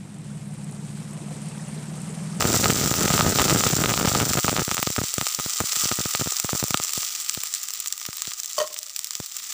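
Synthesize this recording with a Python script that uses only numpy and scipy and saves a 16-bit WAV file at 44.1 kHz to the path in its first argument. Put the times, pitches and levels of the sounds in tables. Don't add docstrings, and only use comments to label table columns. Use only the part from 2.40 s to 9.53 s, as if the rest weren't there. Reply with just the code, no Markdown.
import sys
import numpy as np
from scipy import signal
from scipy.io import wavfile

SR = 44100
rng = np.random.default_rng(int(sys.argv[2]) if len(sys.argv) > 2 else 0)


def wav_record(signal):
    frames = np.transpose(np.atleast_2d(signal))
    bounded = np.clip(frames, -1, 1)
    quanta = np.round(bounded * 32767).astype(np.int16)
    wavfile.write(sys.argv[1], SR, quanta)


def undo_db(level):
    steps = np.asarray(level, float) / 20
    return 10 ** steps


N = 314427

# t/s, level/dB
FIZZ_LEVEL = [(0.0, -24), (0.65, -24.5), (1.29, -23.5), (1.45, -26), (1.89, -25), (2.28, -28), (2.52, -30),
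              (3.22, -25.5), (3.39, -24), (3.89, -26.5), (3.99, -28), (5.2, -31.5), (5.42, -36),
              (6.19, -36), (6.37, -41.5), (6.67, -37.5), (6.79, -38.5), (7.13, -32.5)]
# f/Hz, level/dB
BOWL_COLOUR = [(200, -63), (1050, -31.5), (1600, -18), (2600, -15), (4000, -12), (6100, -5.5), (6650, -9),
               (7200, -2), (7800, -5.5), (9000, -13.5), (12500, -22), (16000, -19)]
# f/Hz, level/dB
PORT_LIFT = [(100, 0), (13900, 0), (14650, 12), (15500, 14.5)]
# f/Hz, width/Hz, level/dB
PAN_RING = [(1245, 60, 0), (1330, 110, -9)]
# f/Hz, width/Hz, level/dB
RIM_RINGS = [(1950, 48, -4), (2630, 98, -10), (3140, 160, -8.5), (3680, 115, -6), (910, 67, -12)]
# t/s, ring from the fizz level/dB, low body of the pops level/dB
FILLING = [(0, -4.5, -1), (1.5, -2, -4.5), (2.5, -6, -3), (3.5, -4.5, -1), (4.4, -3.5, -7),
           (4.6, -8.5, -21.5), (5.5, -5.5, -28), (6.3, -9, -35), (7.13, -7, -37)]
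# f/Hz, level/dB
DULL_COLOUR = [(300, -49.5), (1050, -10.5), (1700, -7), (3800, -7.5), (6000, -15.5), (12000, -57.5)]
# f/Hz, level/dB
BODY_COLOUR = [(100, -40), (400, 1), (800, 5), (1400, 1), (2500, -6.5), (8000, -30.5)]


def sizzle(slips):
    small = undo_db(curve(FIZZ_LEVEL, 1) + 10) * fizz()
    snaps, pulses = pops()
    small_tail = bowl(small)
    large_tail = bowl(snaps + undo_db(-19) * pulses, t60=0.018)
    air = small + undo_db(-7) * small_tail + snaps + undo_db(-4.5) * large_tail
    air = coloured(coloured(air, BOWL_COLOUR), PORT_LIFT)

    ring_db, body_db = curve(FILLING, 1), curve(FILLING, 2)
    dull = coloured(pulses, DULL_COLOUR) + coloured(pulses * undo_db(body_db), BODY_COLOUR)
    small_slips = slips * (slips ** 2 < 0.02)
    dull += coloured(undo_db(-5) * small_slips, DULL_COLOUR)

    blows = undo_db(ring_db) * small_tail + undo_db(6.5 + 0.32 * body_db) * pulses
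    blows += undo_db(26.5) * slips * rng.random(N)
    ringing = signal.lfilter(*signal.butter(2, 900, "high", fs=SR), ring(blows, PAN_RING))
    return air + dull + ringing + undo_db(-6) * ring(small_tail, RIM_RINGS)


def fizz(per_s=2000, spread_db=6.5, clump=0.44, hiss=0.63, count=24):
    rate = per_s * np.exp(clump * wander(35) + 0.3 * wander(4.2))
    size = undo_db(spread_db * np.minimum(rng.exponential(1, N), 3.4))
    hits = size * (rng.random(N) < rate / SR)
    kind = rng.integers(0, count, N)
    hits *= rng.choice([-1., 1.], N)
    out = np.zeros(N)
    for k, hz in enumerate(np.geomspace(2500, 18000, count)):
        grain = burst(hz, rng.standard_normal(300))
        out += signal.oaconvolve(hits * (kind == k), grain)[:N]
    return evened(evened(out) + hiss * rng.standard_normal(N))


# t/s, bright snap level/dB, dull pressure pulse level/dB
BOIL_BURSTS = [(0.009, -23, 3.5), (0.1453, -1, -1), (0.3042, 2, 3.5), (0.54, 2, -2.5), (0.6082, 1, 0.5),
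               (0.7029, -1, 1.5), (0.7403, 4, -1.5), (0.7786, -4, 2.5), (0.809, -2, 5), (0.987, -7, 5),
               (0.9972, -14, 3.5), (1.0177, 7, 2), (1.0972, 1, 2.5), (1.2668, 0, 3.5), (1.4387, 1, 1),
               (1.459, -11, 4.5), (1.5017, 0, 0), (1.5208, -11, -6.5), (1.5978, 2, -2), (1.7494, 2, -2),
               (1.934, 6, 0), (2.046, -5, -6), (2.0814, -2, 0), (2.194, -12, -5)]
# t/s, snap level/dB, pulse level/dB
POUR_BURSTS = [(2.314, 3, 1), (2.345, 4, -5.5), (2.4286, 7.5, 2.5), (2.4726, -7, 1.5), (2.503, 0, -19),
               (2.5634, 1, -3), (2.38, -14, -1), (2.74, 6.5, -16), (2.782, 0, -2), (2.8125, 3, -1.5),
               (2.868, 4, -4.5), (2.9486, 6, -28), (2.998, -1, -5), (3.2037, 2.5, -5), (3.5156, -7, -1.5),
               (3.7374, 1, -13), (3.7502, -16, 2), (3.9074, 2, -19), (3.9674, 4, -21), (3.9996, 8.5, -13),
               (4.092, -11, -2.5), (4.1984, 2, -10), (4.2395, 6.5, -11), (4.3066, 10, -24),
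               (4.3435, 4, 10.5), (4.3735, 3, -6.5), (4.3993, -7, -7), (4.437, 5, -18), (4.448, 1, -12),
               (4.535, 4.5, -8)]
# t/s, snap level/dB, pulse level/dB
SETTLE_BURSTS = [(4.578, -1, -26), (4.631, -4, -4), (4.6484, 1, -25), (4.7508, -2, -2.5), (4.8015, -4, -16),
                 (4.8955, 6.5, -2.5), (4.9485, -1, -8), (5.0038, -3, -29), (5.0354, 2.5, -4.5),
                 (5.0714, 0, -20), (5.1392, 5, -1.5), (5.1495, 1, -17), (5.232, -2, -31), (5.286, -1, -14),
                 (5.3057, 0, -12), (5.3367, 1, -18), (5.4603, -1, -8.5), (5.4738, 0, -20), (5.525, 5, -27),
                 (5.5786, -3, -14), (5.615, -7, -8), (5.6529, -6, -7.5), (5.6636, 1.5, -10), (5.73, -4, -6),
                 (5.7826, -6, -8), (5.8203, 3, 0.5), (5.8523, -19, -8), (5.8716, -5, -21),
                 (5.918, -10, -6.5)]
# t/s, snap level/dB, pulse level/dB
LAST_BURSTS = [(6.0004, 0, -12), (6.0338, 0, -24), (6.0592, -2.5, -28), (6.1322, -5, -20), (6.17, -9, -12),
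               (6.188, 2, -19), (6.275, -6, -5.5), (6.3426, -3.5, -12), (6.3642, -24, -8.5),
               (6.389, 0, -15), (6.4307, -3.5, -21), (6.496, -6, -30), (6.5626, 4, -10), (6.592, 1, -10),
               (6.6445, 2.5, -10), (6.671, -2, -22), (6.708, -1, -10), (6.753, 1, -12), (6.8017, -5.5, -22),
               (6.861, -5, -20), (6.9671, 0.5, -15), (7.1239, -7, -9), (6.3314, -6, -21), (6.734, -6, -21)]
# t/s, rate/(1/s), snap level/dB, pulse level/dB
LESSER_BURSTS = [(0, 18, -9, -0.5), (2.2, 16, -6, -2.5), (2.6, 8, -6.5, -17), (4.5, 9, -2, -12),
                 (5.5, 8, -1.5, -24), (7.13, 8, -14, -19)]


def pops(snap_db=9, pulse_db=9, spread_db=3.5):
    at = np.flatnonzero(rng.random(N) < curve(LESSER_BURSTS, 1) / SR)
    levels = np.column_stack([curve(LESSER_BURSTS, 2)[at], curve(LESSER_BURSTS, 3)[at]])
    levels += spread_db * np.minimum(rng.standard_normal((400, 2)), 1.3)[:len(at)]
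    lesser = np.column_stack([at / SR, levels])
    rows = BOIL_BURSTS + POUR_BURSTS + SETTLE_BURSTS + LAST_BURSTS + list(lesser)

    snaps, pulses = np.zeros((2, N + 300))
    cracks = rng.standard_normal((500, 300))
    for (s, snap, pulse), crack in zip(rows, cracks):
        bright = burst(5500, crack, cycles=0.58, spray_s=0.00032, spray=0.93)
        dull = burst(2700, crack[::-1], cycles=0.15, spray_s=0.00027, spray=0.46)
        start = round(s * SR)
        snaps[start:start + 300] += undo_db(snap + snap_db) * bright
        pulses[start:start + 300] += undo_db(pulse + pulse_db) * dull * np.sign(crack[0])
    snaps = signal.lfilter(*signal.butter(2, 4200, "high", fs=SR), snaps)
    return snaps[:N], pulses[:N]


def burst(hz, crack, cycles=0.64, spray_s=0.0002, spray=0.99):
    t = np.arange(len(crack)) / SR
    snap = np.cos(2 * np.pi * hz * t) * np.exp(-t * hz / cycles)
    sound = snap + spray * crack * np.exp(-t / spray_s)
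    return sound / np.linalg.norm(sound)


def bowl(x, t60=0.0064):
    keep = np.exp(-2 * np.log(1000) / (t60 * SR))
    power = signal.lfilter([1 - keep], [1, -keep], x ** 2)
    return np.sqrt(abs(power)) * rng.standard_normal(N)


# t/s, rate/(1/s), typical size level/dB
SMALL_SLIPS = [(0, 201, -11.5), (1, 226, -13), (1.9, 153, -16.5), (2.2, 90, -17), (2.24, 0, -28)]
# t/s, signed step size
BOIL_SLIPS = [(0.053, -0.6), (0.1426, 0.44), (0.2387, 0.35), (0.2998, -0.49), (0.5134, -0.48),
              (0.6572, -0.49), (0.7053, 0.44), (0.7388, 0.49), (0.8018, 0.38), (0.8652, -0.46),
              (0.8997, -0.38), (0.9588, 0.38), (1.0107, -0.39), (1.0532, -0.32), (1.126, 0.56),
              (1.1502, -0.46), (1.1602, -0.5), (1.3334, -0.39), (1.3904, 0.38), (1.4589, -0.37),
              (1.615, 0.37), (1.6516, -0.44), (1.7586, 0.46), (1.8176, -0.35), (1.8271, -0.39),
              (1.9722, 0.38), (2.0459, -0.44), (2.0872, -0.38), (2.1853, 0.37), (2.1942, -0.31)]
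# t/s, signed step size
POUR_SLIPS = [(2.2799, 0.26), (2.3139, -0.13), (2.3212, 0.16), (2.3444, -0.08), (2.3796, 0.06),
              (2.3917, -0.17), (2.4282, 0.18), (2.4293, -0.14), (2.4727, -0.35), (2.5028, 0.18),
              (2.582, 0.36), (2.5879, -0.39), (2.6159, 0.31), (2.638, -0.16), (2.7819, -0.33),
              (2.8137, -0.17), (2.8245, 0.09), (2.9881, 0.1), (2.9981, -0.11), (3.0617, 0.16),
              (3.204, 0.16), (3.2093, -0.29), (3.2165, 0.13), (3.2395, -0.09), (3.3688, -0.04),
              (3.4374, -0.11), (3.4563, 0.17), (3.5143, -0.17), (3.5154, 0.17), (3.5224, -0.19)]
# t/s, signed step size
LAST_SLIPS = [(3.5888, 0.22), (3.605, 0.17), (3.6574, -0.24), (3.7506, -0.1), (3.7969, -0.12), (3.813, 0.3),
              (3.8207, 0.21), (3.8608, -0.12), (3.8728, -0.23), (4.0464, -0.26), (4.1314, 0.38),
              (4.1506, -0.18), (4.2277, -0.32), (4.2396, 0.26), (4.3075, -0.2), (4.3444, 0.22),
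              (4.3456, -0.31), (4.4001, 0.09), (4.5773, 0.14), (4.9751, -0.11), (5.6882, 0.09),
              (5.8765, 0.05), (6.8015, 0.14)]


def slipping(middling_per_s=42, middling_size=0.25, middling_spread=0.04):
    boiling = np.arange(N) < SMALL_SLIPS[-1][0] * SR
    small = (rng.random(N) < curve(SMALL_SLIPS, 1) / SR) * boiling
    small = small * undo_db(curve(SMALL_SLIPS, 2)) * rng.standard_normal(N)
    middling = middling_size + middling_spread * rng.standard_normal(N)
    middling *= rng.choice([-1., 1.], N)
    middling *= (rng.random(N) < middling_per_s / SR) * boiling
    slips = np.clip(small, -0.14, 0.14) + middling
    s, size = np.transpose(BOIL_SLIPS + POUR_SLIPS + LAST_SLIPS)
    np.add.at(slips, np.round(s * SR).astype(int), size)
    return slips


def jolts(slips, soft_hz=4000):
    return signal.lfilter(*signal.butter(1, soft_hz, fs=SR), np.cumsum(slips))


# f/Hz, width/Hz, level/dB
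JUG_RINGS = [(608, 26, 0), (1077, 34, -2), (640, 140, -13), (1200, 350, -19), (1879, 45, -15),
             (3090, 60, -15), (4522, 70, -13), (3500, 2500, -30), (6300, 1200, -22)]
# t/s, contact force level/dB, fading/(dB/s)
JUG_CONTACTS = [
    (6.18, -11.5, 1800),
    (6.199, -18, 500),
    (6.214, -30.5, 1200),
    (6.236, -28, 900),
    (6.3, -40, 500),
    (6.465, -65, 300),
]


def jug(clicks_per_s=900, rise_s=0.0023, hum_db=-39, hum_fade_db_per_s=95, hum_width_hz=18):
    now = np.arange(N) / SR
    clicks = (rng.random(N) < clicks_per_s / SR) * rng.standard_normal(N)
    clicks += 0.13 * rng.standard_normal(N)
    force = np.zeros(N)
    for s, db, fade in JUG_CONTACTS:
        rise = np.clip((now - s) / rise_s, 0, 1)
        force += rise * undo_db(db - fade * np.maximum(now - s, 0))
    rung = ring(clicks * force, JUG_RINGS) / ring(clicks, JUG_RINGS).std()

    since = now - JUG_CONTACTS[0][0]
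    hum = evened(ring(rng.standard_normal(N), [(JUG_RINGS[0][0], hum_width_hz, 0)]))
    hum *= (since > 0) * undo_db(hum_db - hum_fade_db_per_s * abs(since))
    no_bass = signal.lfilter(*signal.butter(3, 380, "high", fs=SR), rung + hum)
    return no_bass + undo_db(-11.5) * rung


def evened(x):
    return x / np.sqrt(np.mean(x ** 2) + 1e-20)


def curve(rows, column):
    rows = np.array(rows)
    return np.interp(np.arange(N) / SR, rows[:, 0], rows[:, column])


def coloured(x, points):
    hz, db = np.transpose(points)
    bins_hz = abs(np.fft.fftfreq(8192, 1 / SR))
    log_gain = np.interp(np.log(bins_hz + 1), np.log(hz), db) * np.log(10) / 20
    taps = np.fft.ifft(np.exp(np.conj(signal.hilbert(log_gain)))).real[:4096]
    return signal.oaconvolve(x, taps)[:N]


def ring(x, modes):
    t = np.arange(8000) / SR
    taps = np.zeros(len(t))
    for hz, width, db in modes:
        decay = 2 * np.pi * width / SR * np.exp(-np.pi * width * t)
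        taps += undo_db(db) * decay * np.sin(2 * np.pi * hz * t)
    return signal.oaconvolve(x, taps)[:N]


def wander(per_s):
    noise = rng.standard_normal(N + 2 * SR)
    slow = signal.sosfilt(signal.butter(3, per_s, fs=SR, output="sos"), noise)
    return evened(slow[2 * SR:])


def scene():
    slips = slipping()
    return (sizzle(slips) + jolts(slips) + jug())[None]


# f/Hz, level/dB
MIC_NOISE = [(20, 25), (110, 19), (190, -25), (400, -53), (900, 9), (8000, -6)]


def microphone(dry, bass_cut_hz=114, ceiling=1.15):
    cut = signal.sosfilt(signal.butter(3, bass_cut_hz, "high", fs=SR, output="sos"), dry)
    cut = signal.lfilter(*signal.butter(1, 30, "high", fs=SR), cut)
    noise = undo_db(-75) * evened(coloured(rng.standard_normal(N), MIC_NOISE))
    return np.tanh(cut / ceiling) * ceiling + noise


def top_cut(x):
    return signal.sosfilt(signal.butter(12, 16820, fs=SR, output="sos"), x)


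def record(dry, edge_hz=15490, leak_hz=15850):
    heard = microphone(dry)
    edge = signal.firwin(1201, edge_hz, window=("kaiser", 9), fs=SR)
    wider = signal.firwin(301, leak_hz, window=("kaiser", 9), fs=SR)
    edged = signal.oaconvolve(heard, edge[None], "same")
    leak = signal.oaconvolve(heard, wider[None], "same") - edged
    return top_cut(edged + undo_db(-26) * leak)


dry = scene()
out = record(dry)
wav_record(out)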